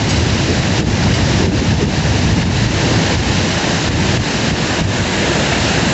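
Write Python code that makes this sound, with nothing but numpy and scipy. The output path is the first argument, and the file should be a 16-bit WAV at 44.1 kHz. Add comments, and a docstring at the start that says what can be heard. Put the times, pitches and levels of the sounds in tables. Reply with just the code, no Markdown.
"""Floodwater churns between concrete bridge piers, heard from the deck above in mono.
Throughout: roar of bubble clouds under whitewater hiss, bubbles, spray; wavering wind, dropping and returning.
Metal clinks faintly in the first 0.2 s and once after 1.1 s; toppling waves come from 0.5 s on.
Gusts buffet the microphone from 0.7 to 5 s; where they drive the limiter, the river ducks.
Late on, the microphone turns to the wake of one pier and the foam changes colour."""
import sys
import numpy as np
from scipy import signal
from scipy.fft import rfft, irfft
from scipy.io import wavfile
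from scipy.ndimage import uniform_filter1d

SR = 44100
rng = np.random.default_rng(int(sys.argv[2]) if len(sys.argv) > 2 else 0)


def dump_mix(stems):
    """Bounce the given channels to the path in sys.argv[1] as a 16-bit WAV at rate SR."""
    frames = np.atleast_2d(stems).T  # one column per channel
    limited = np.clip(frames, -1, 1)  # hard clip at full scale
    pcm = np.round(limited * 32767).astype(np.int16)
    wavfile.write(sys.argv[1], SR, pcm)


N = 261513
TIME = np.arange(N) / SR  # s

# Levels are relative; each layer adds its own gain.
# metal touching: [t/s, level/dB, tilt/dB per octave]
CLINKS = [(.089, -19.5, 1), (.103, -18.5, 0), (.162, -21.5, -3), (.195, -29, 3), (1.137, -16, -7)]
# ring modes of the metal: [f/Hz, level/dB, t60/s]
METAL_MODES = [(2166, -5, .1), (2950, -4, 0.22), (3070, -2, .15), (3770, -9, .08), (4720, 4, 0.093),
               (5650, -3, 0.13), (6670, -4, 0.13), (7440, -7.5, .28), (7740, -4, 0.16)]
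# wind strength, dropping and picking up once more: [t/s, level/dB]
BREEZE = [(0, -14.5), (.3, -11.5), (.7, -13), (1, -10), (2.35, -10), (2.85, -13.5), (3.28, -15),
          (3.72, -24.5), (4.05, -11.5), (4.35, -22), (5.93, -19)]
# gusts on the microphone: [centre t/s, peak level/dB, length/s, eddy f/Hz]
GUSTS = [(.695, -10.5, .05, 110), (0.835, -2.5, 0.066, 140), (0.884, -7.5, 0.068, 110),
         (1.487, -2, 0.06, 169), (1.53, -5, 0.078, 197), (1.62, -6, 0.051, 160), (1.734, -8, 0.11, 105),
         (1.85, -7, 0.13, 130), (2.01, -12, .05, 101), (2.072, -11.5, 0.031, 110), (2.438, -8, 0.067, 110),
         (2.485, -7, 0.072, 110), (2.67, -8, .04, 121), (3.19, -9, 0.12, 69.6), (3.893, -8.5, 0.0385, 110),
         (3.955, -10.5, .1, 130), (4.195, -5, 0.054, 75), (4.524, -9, 0.051, 90), (4.835, -4, 0.07, 65),
         (4.865, -9, .045, 60), (5.01, -9.5, 0.059, 70)]
# wind rumble spectrum shape: [f/Hz, level/dB per Hz]
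WIND_SPECTRUM = [(20, 2.5), (35, -16), (60, -2.5), (100, 1.5), (160, -4), (240, -8), (400, -21), (900, -29),
                 (3000, -70)]
# toppling waves, low slosh or high splash: [centre t/s, peak level/dB, length/s, centre f/Hz]
WAVES = [(0.497, -23, 0.11, 353), (0.775, -25, 0.076, 3300), (1.441, -15, 0.11, 336),
         (1.818, -14.5, 0.065, 343), (2.301, -21.5, 0.26, 225), (2.9, -24, .15, 400),
         (5.247, -20, .13, 440), (5.391, -23, 0.14, 440), (5.529, -20.5, .035, 2300),
         (5.661, -26, .2, 3770)]
# river, microphone turning from middle channel (0) to pier wake (1): [t/s, level/dB, turn/0-1]
RIVER = [(0, -25.5, 0), (.5, -24.5, 0), (1.35, -23, 0), (1.7, -24.5, 0), (2.5, -24.7, 0.1),
         (2.9, -23, 0.15), (4.5, -23.8, .3), (5.1, -23.3, 1), (5.93, -22.5, 1)]
# foam spectrum shape: [f/Hz, level/dB per Hz]
FOAM_SPECTRUM = [(400, -13), (1220, -7.5), (1730, 0), (2330, -3.5), (2850, -1.5), (3350, -6), (3950, -3),
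                 (4550, -5.5), (4950, -5.5), (5700, -6.5), (7000, -10), (7500, -10.5), (8300, -23.5)]
# foam colour change with the microphone turned: [f/Hz, gain/dB]
TURNED_GAIN = [(1000, 1.5), (1450, 1.9), (2000, 0), (2800, 0), (4200, -1), (5700, -3), (7000, 1),
               (7900, 3.5)]
# roar spectrum shape: [f/Hz, level/dB per Hz]
ROAR_SPECTRUM = [(20, -23.5), (55, -6.5), (100, -2), (160, 1), (240, -3), (320, -2.5), (400, -7.5),
                 (650, -9), (950, -11.5), (1200, -20.5), (2000, -54)]

WAVER_DB, WAVER_S = 1.07, 0.06  # chance wavering of the breeze: rms depth, averaging time
SURGE_DB, SURGE_S = -7.5, 0.18  # breeze swell under a gust: level re gust peak, length
FOAM_DB, FACING_WAKE_DB = 1.08, 0.5  # foam gain re river level; extra at full turn
CEILING = 0.85  # full scale = 1
EDGE_HZ = 8450


def gain_of(db):
    """Decibels to amplitude."""
    return 10 ** (np.asarray(db) / 20)


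def evened(x):
    """Scales to rms 1."""
    return x / np.sqrt(np.mean(x ** 2) + 1e-20)


def read(points, hz):
    """Interpolates a dB table linearly over log frequency."""
    f, db = np.transpose(points)
    return np.interp(np.log(hz + 1), np.log(f + 1), db)


def filtered(x, spectrum):
    """Applies a table of gains in dB."""
    hz = np.fft.rfftfreq(len(x), 1 / SR)
    return irfft(rfft(x) * gain_of(read(spectrum, hz)), len(x))


def coloured(x, spectrum):
    """Filters by a spectrum table, then scales to rms 1."""
    return evened(filtered(x, spectrum))


def curves(rows):
    """Each column of a time table at every sample."""
    s, *columns = np.transpose(rows)
    return [np.interp(TIME, s, column) for column in columns]


def add(mix, s, sound):
    """Mixes a sound in from time s, in place."""
    part = mix[max(round(s * SR), 0):][:len(sound)]
    part += sound[:len(part)]


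def even_flow(noise, size):
    """Divides noise by its running rms over size samples, removing chance swells."""
    return noise / np.sqrt(abs(uniform_filter1d(noise ** 2, size)) + 1e-6)


def swell(length_s):
    """Half-sine rise and fall."""
    return np.sin(np.linspace(0, np.pi, int(length_s * SR)))


def puff(hz, length_s, slope_db):
    """One swell of band noise, down slope_db * octaves squared away from hz."""
    octaves = np.log2((np.fft.rfftfreq(SR, 1 / SR) + 1) / hz)
    band_gain = gain_of(-slope_db * octaves ** 2)
    noise = evened(irfft(rfft(rng.standard_normal(SR)) * band_gain))
    arch = swell(length_s)
    return arch * even_flow(noise, size=900)[:len(arch)]


def churn(spectrum, patchy_db, patch_s, patch_hz, surge_db):
    """Noise with random swelling patches in time and pitch, plus small surges of the whole."""
    size, hop = 512, 128
    frames, hz = N // hop + 5, np.fft.rfftfreq(size, 1 / SR)
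    real, imag, patches = rng.standard_normal((3, frames, len(hz)))
    span = max(round(patch_s * SR / hop), 1)  # frames
    width = max(round(patch_hz * size / SR), 1)  # bins
    patches = uniform_filter1d(patches, span, axis=0)
    patches = evened(uniform_filter1d(patches, width, axis=1))
    surge = evened(uniform_filter1d(rng.standard_normal(frames), span))[:, None]
    field = (real + 1j * imag) * gain_of(patchy_db * patches + surge_db * surge)
    noise = signal.istft(field.T, nperseg=size, noverlap=size - hop)[1][:N]
    return coloured(noise, spectrum)


def grains(low_hz, high_hz, cycles, rise, per_s, spread_db, count=32):
    """Random damped rings, rising in pitch; each decays to 1/e in the given number of cycles."""
    out = np.zeros(N)
    for hz in np.geomspace(low_hz, high_hz, count):
        age = np.arange(int(5 * cycles / hz * SR)) / SR * hz / cycles  # in decay times
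        tone = np.sin(2 * np.pi * cycles * age * (1 + rise * age / 2))
        ring = tone * np.exp(-age) * (1 - np.exp(-8 * age))
        births = rng.random(N) < per_s / count / SR
        sizes = gain_of(spread_db * np.minimum(rng.exponential(1, N), 4))  # a few stand out
        out += signal.oaconvolve(births * sizes, ring / np.linalg.norm(ring))[:N]
    return out


def clinks(scrape_decay_s=0.0194, scrape_db=-1, centre_hz=4700):
    """Small metal pieces touch: brief scraping rattle over a thin ring of damped modes."""
    out, t = np.zeros(N), np.arange(SR // 3) / SR
    onset = 1 - np.exp(-t / 0.001)
    for s, level_db, tilt_db in CLINKS:
        ring = np.zeros(len(t))
        for hz, mode_db, t60_s in METAL_MODES:
            decay_db = mode_db + tilt_db * np.log2(hz / centre_hz) - 60 * t / t60_s
            ring += gain_of(decay_db) * np.sin(2 * np.pi * (hz * t + rng.random())) / 2
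        scrape_spectrum = [(1000, -35.0), (2400, -tilt_db), (4800, 11), (8000, tilt_db + 4.5)]
        scrape = coloured(rng.standard_normal(len(t)), scrape_spectrum)
        scrape = gain_of(scrape_db) * scrape * np.exp(-t / scrape_decay_s)
        add(out, s, gain_of(level_db) * onset * (ring + scrape))
    return out


def wind(breeze_db=-2, eddies_db=-4.0, eddy_slope_db=5):
    """Air rumbles over the microphone; gusts press on the diaphragm and shed eddies."""
    level_db, = curves(BREEZE)
    waver = uniform_filter1d(rng.standard_normal(N), max(round(WAVER_S * SR), 1))
    waver_db = WAVER_DB * evened(waver)
    surges, blows = np.zeros(N), np.zeros(N)
    for s, peak_db, length_s, eddy_hz in GUSTS:
        # push too slow to hear, but it drives the limiter
        push = swell(length_s)
        eddies = gain_of(eddies_db) * puff(eddy_hz, length_s, eddy_slope_db)
        add(blows, s - length_s / 2, gain_of(peak_db) * (push + eddies))
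        add(surges, s - SURGE_S / 2, gain_of(peak_db + SURGE_DB) * swell(SURGE_S))
    flow = np.maximum(gain_of(level_db + waver_db), surges)
    rumble = even_flow(coloured(rng.standard_normal(N), WIND_SPECTRUM), size=2500)
    return gain_of(breeze_db) * flow * rumble + blows


def waves(slosh_slope_db=26, splash_slope_db=9):
    """A toppling crest traps air that booms in a narrow band, or scatters into wide spray."""
    out = np.zeros(N)
    for s, peak_db, length_s, hz in WAVES:
        slope_db = slosh_slope_db if hz < 1000 else splash_slope_db
        add(out, s - length_s / 2, gain_of(peak_db) * puff(hz, length_s, slope_db))
    return out


def whitewater(hiss_db=1, spray_db=-4.5):
    """Bursting foam hisses, falling spray patters; colour shifts as the microphone turns."""
    level_db, turn = curves(RIVER)
    hiss = churn(FOAM_SPECTRUM, patchy_db=0.42, patch_s=0.062, patch_hz=500, surge_db=0.2)
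    drops = grains(1095.0, 7840, cycles=6.7, rise=0.028, per_s=2200, spread_db=1.5)
    spray = coloured(drops, FOAM_SPECTRUM)
    foam = gain_of(hiss_db) * hiss + gain_of(spray_db) * spray
    foam_level_db = level_db + FOAM_DB + FACING_WAKE_DB * turn
    return gain_of(foam_level_db) * ((1 - turn) * foam + turn * filtered(foam, TURNED_GAIN))


def roar(body_db=5.5, bubbles_db=-8):
    """Large air clouds throb in the wake of the piers; single bubbles gurgle at the surface."""
    level_db, _ = curves(RIVER)
    clouds = churn(ROAR_SPECTRUM, patchy_db=0.74, patch_s=0.083, patch_hz=170, surge_db=0.05)
    rings = grains(327.3, 1304, cycles=11, rise=0.043, per_s=290, spread_db=5.0)
    bubbles = coloured(rings, ROAR_SPECTRUM)
    return gain_of(level_db) * (gain_of(body_db) * clouds + gain_of(bubbles_db) * bubbles)


def scene():
    """Sums all sources at one microphone, fed to both channels."""
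    mono = clinks() + wind() + waves() + whitewater() + roar()
    return np.array([mono, mono])


def record(dry, threshold_db=-10.0, release_s=0.049, low_cut_hz=44, treble_hz=7650):
    """Fast-clamping, slow-release limiter; then low cut, rounded peaks and treble edge."""
    power = uniform_filter1d((dry ** 2).mean(0), size=450)
    power_db = 10 * np.log10(abs(power) + 1e-12)
    over_db = np.maximum(power_db - threshold_db, 1e-6)
    # each dB excess dies away exponentially unless a larger one takes over
    held_log = np.maximum.accumulate(np.log(over_db) + TIME / release_s)
    held_db = np.exp(held_log - TIME / release_s)
    limited = dry * gain_of(-uniform_filter1d(held_db, size=150))
    low_cut = signal.butter(4, low_cut_hz, "high", fs=SR, output="sos")
    thinned = signal.sosfilt(low_cut, limited)
    rounded = thinned / (1 + (thinned / CEILING) ** 8) ** (1 / 8)
    dulled = signal.sosfilt(signal.butter(18, treble_hz, fs=SR, output="sos"), rounded)
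    low_pass = signal.firwin(601, EDGE_HZ, window=("kaiser", 9), fs=SR)
    return signal.oaconvolve(dulled, low_pass[None], "same", axes=1)


dry = scene()
out = record(dry)
dump_mix(out)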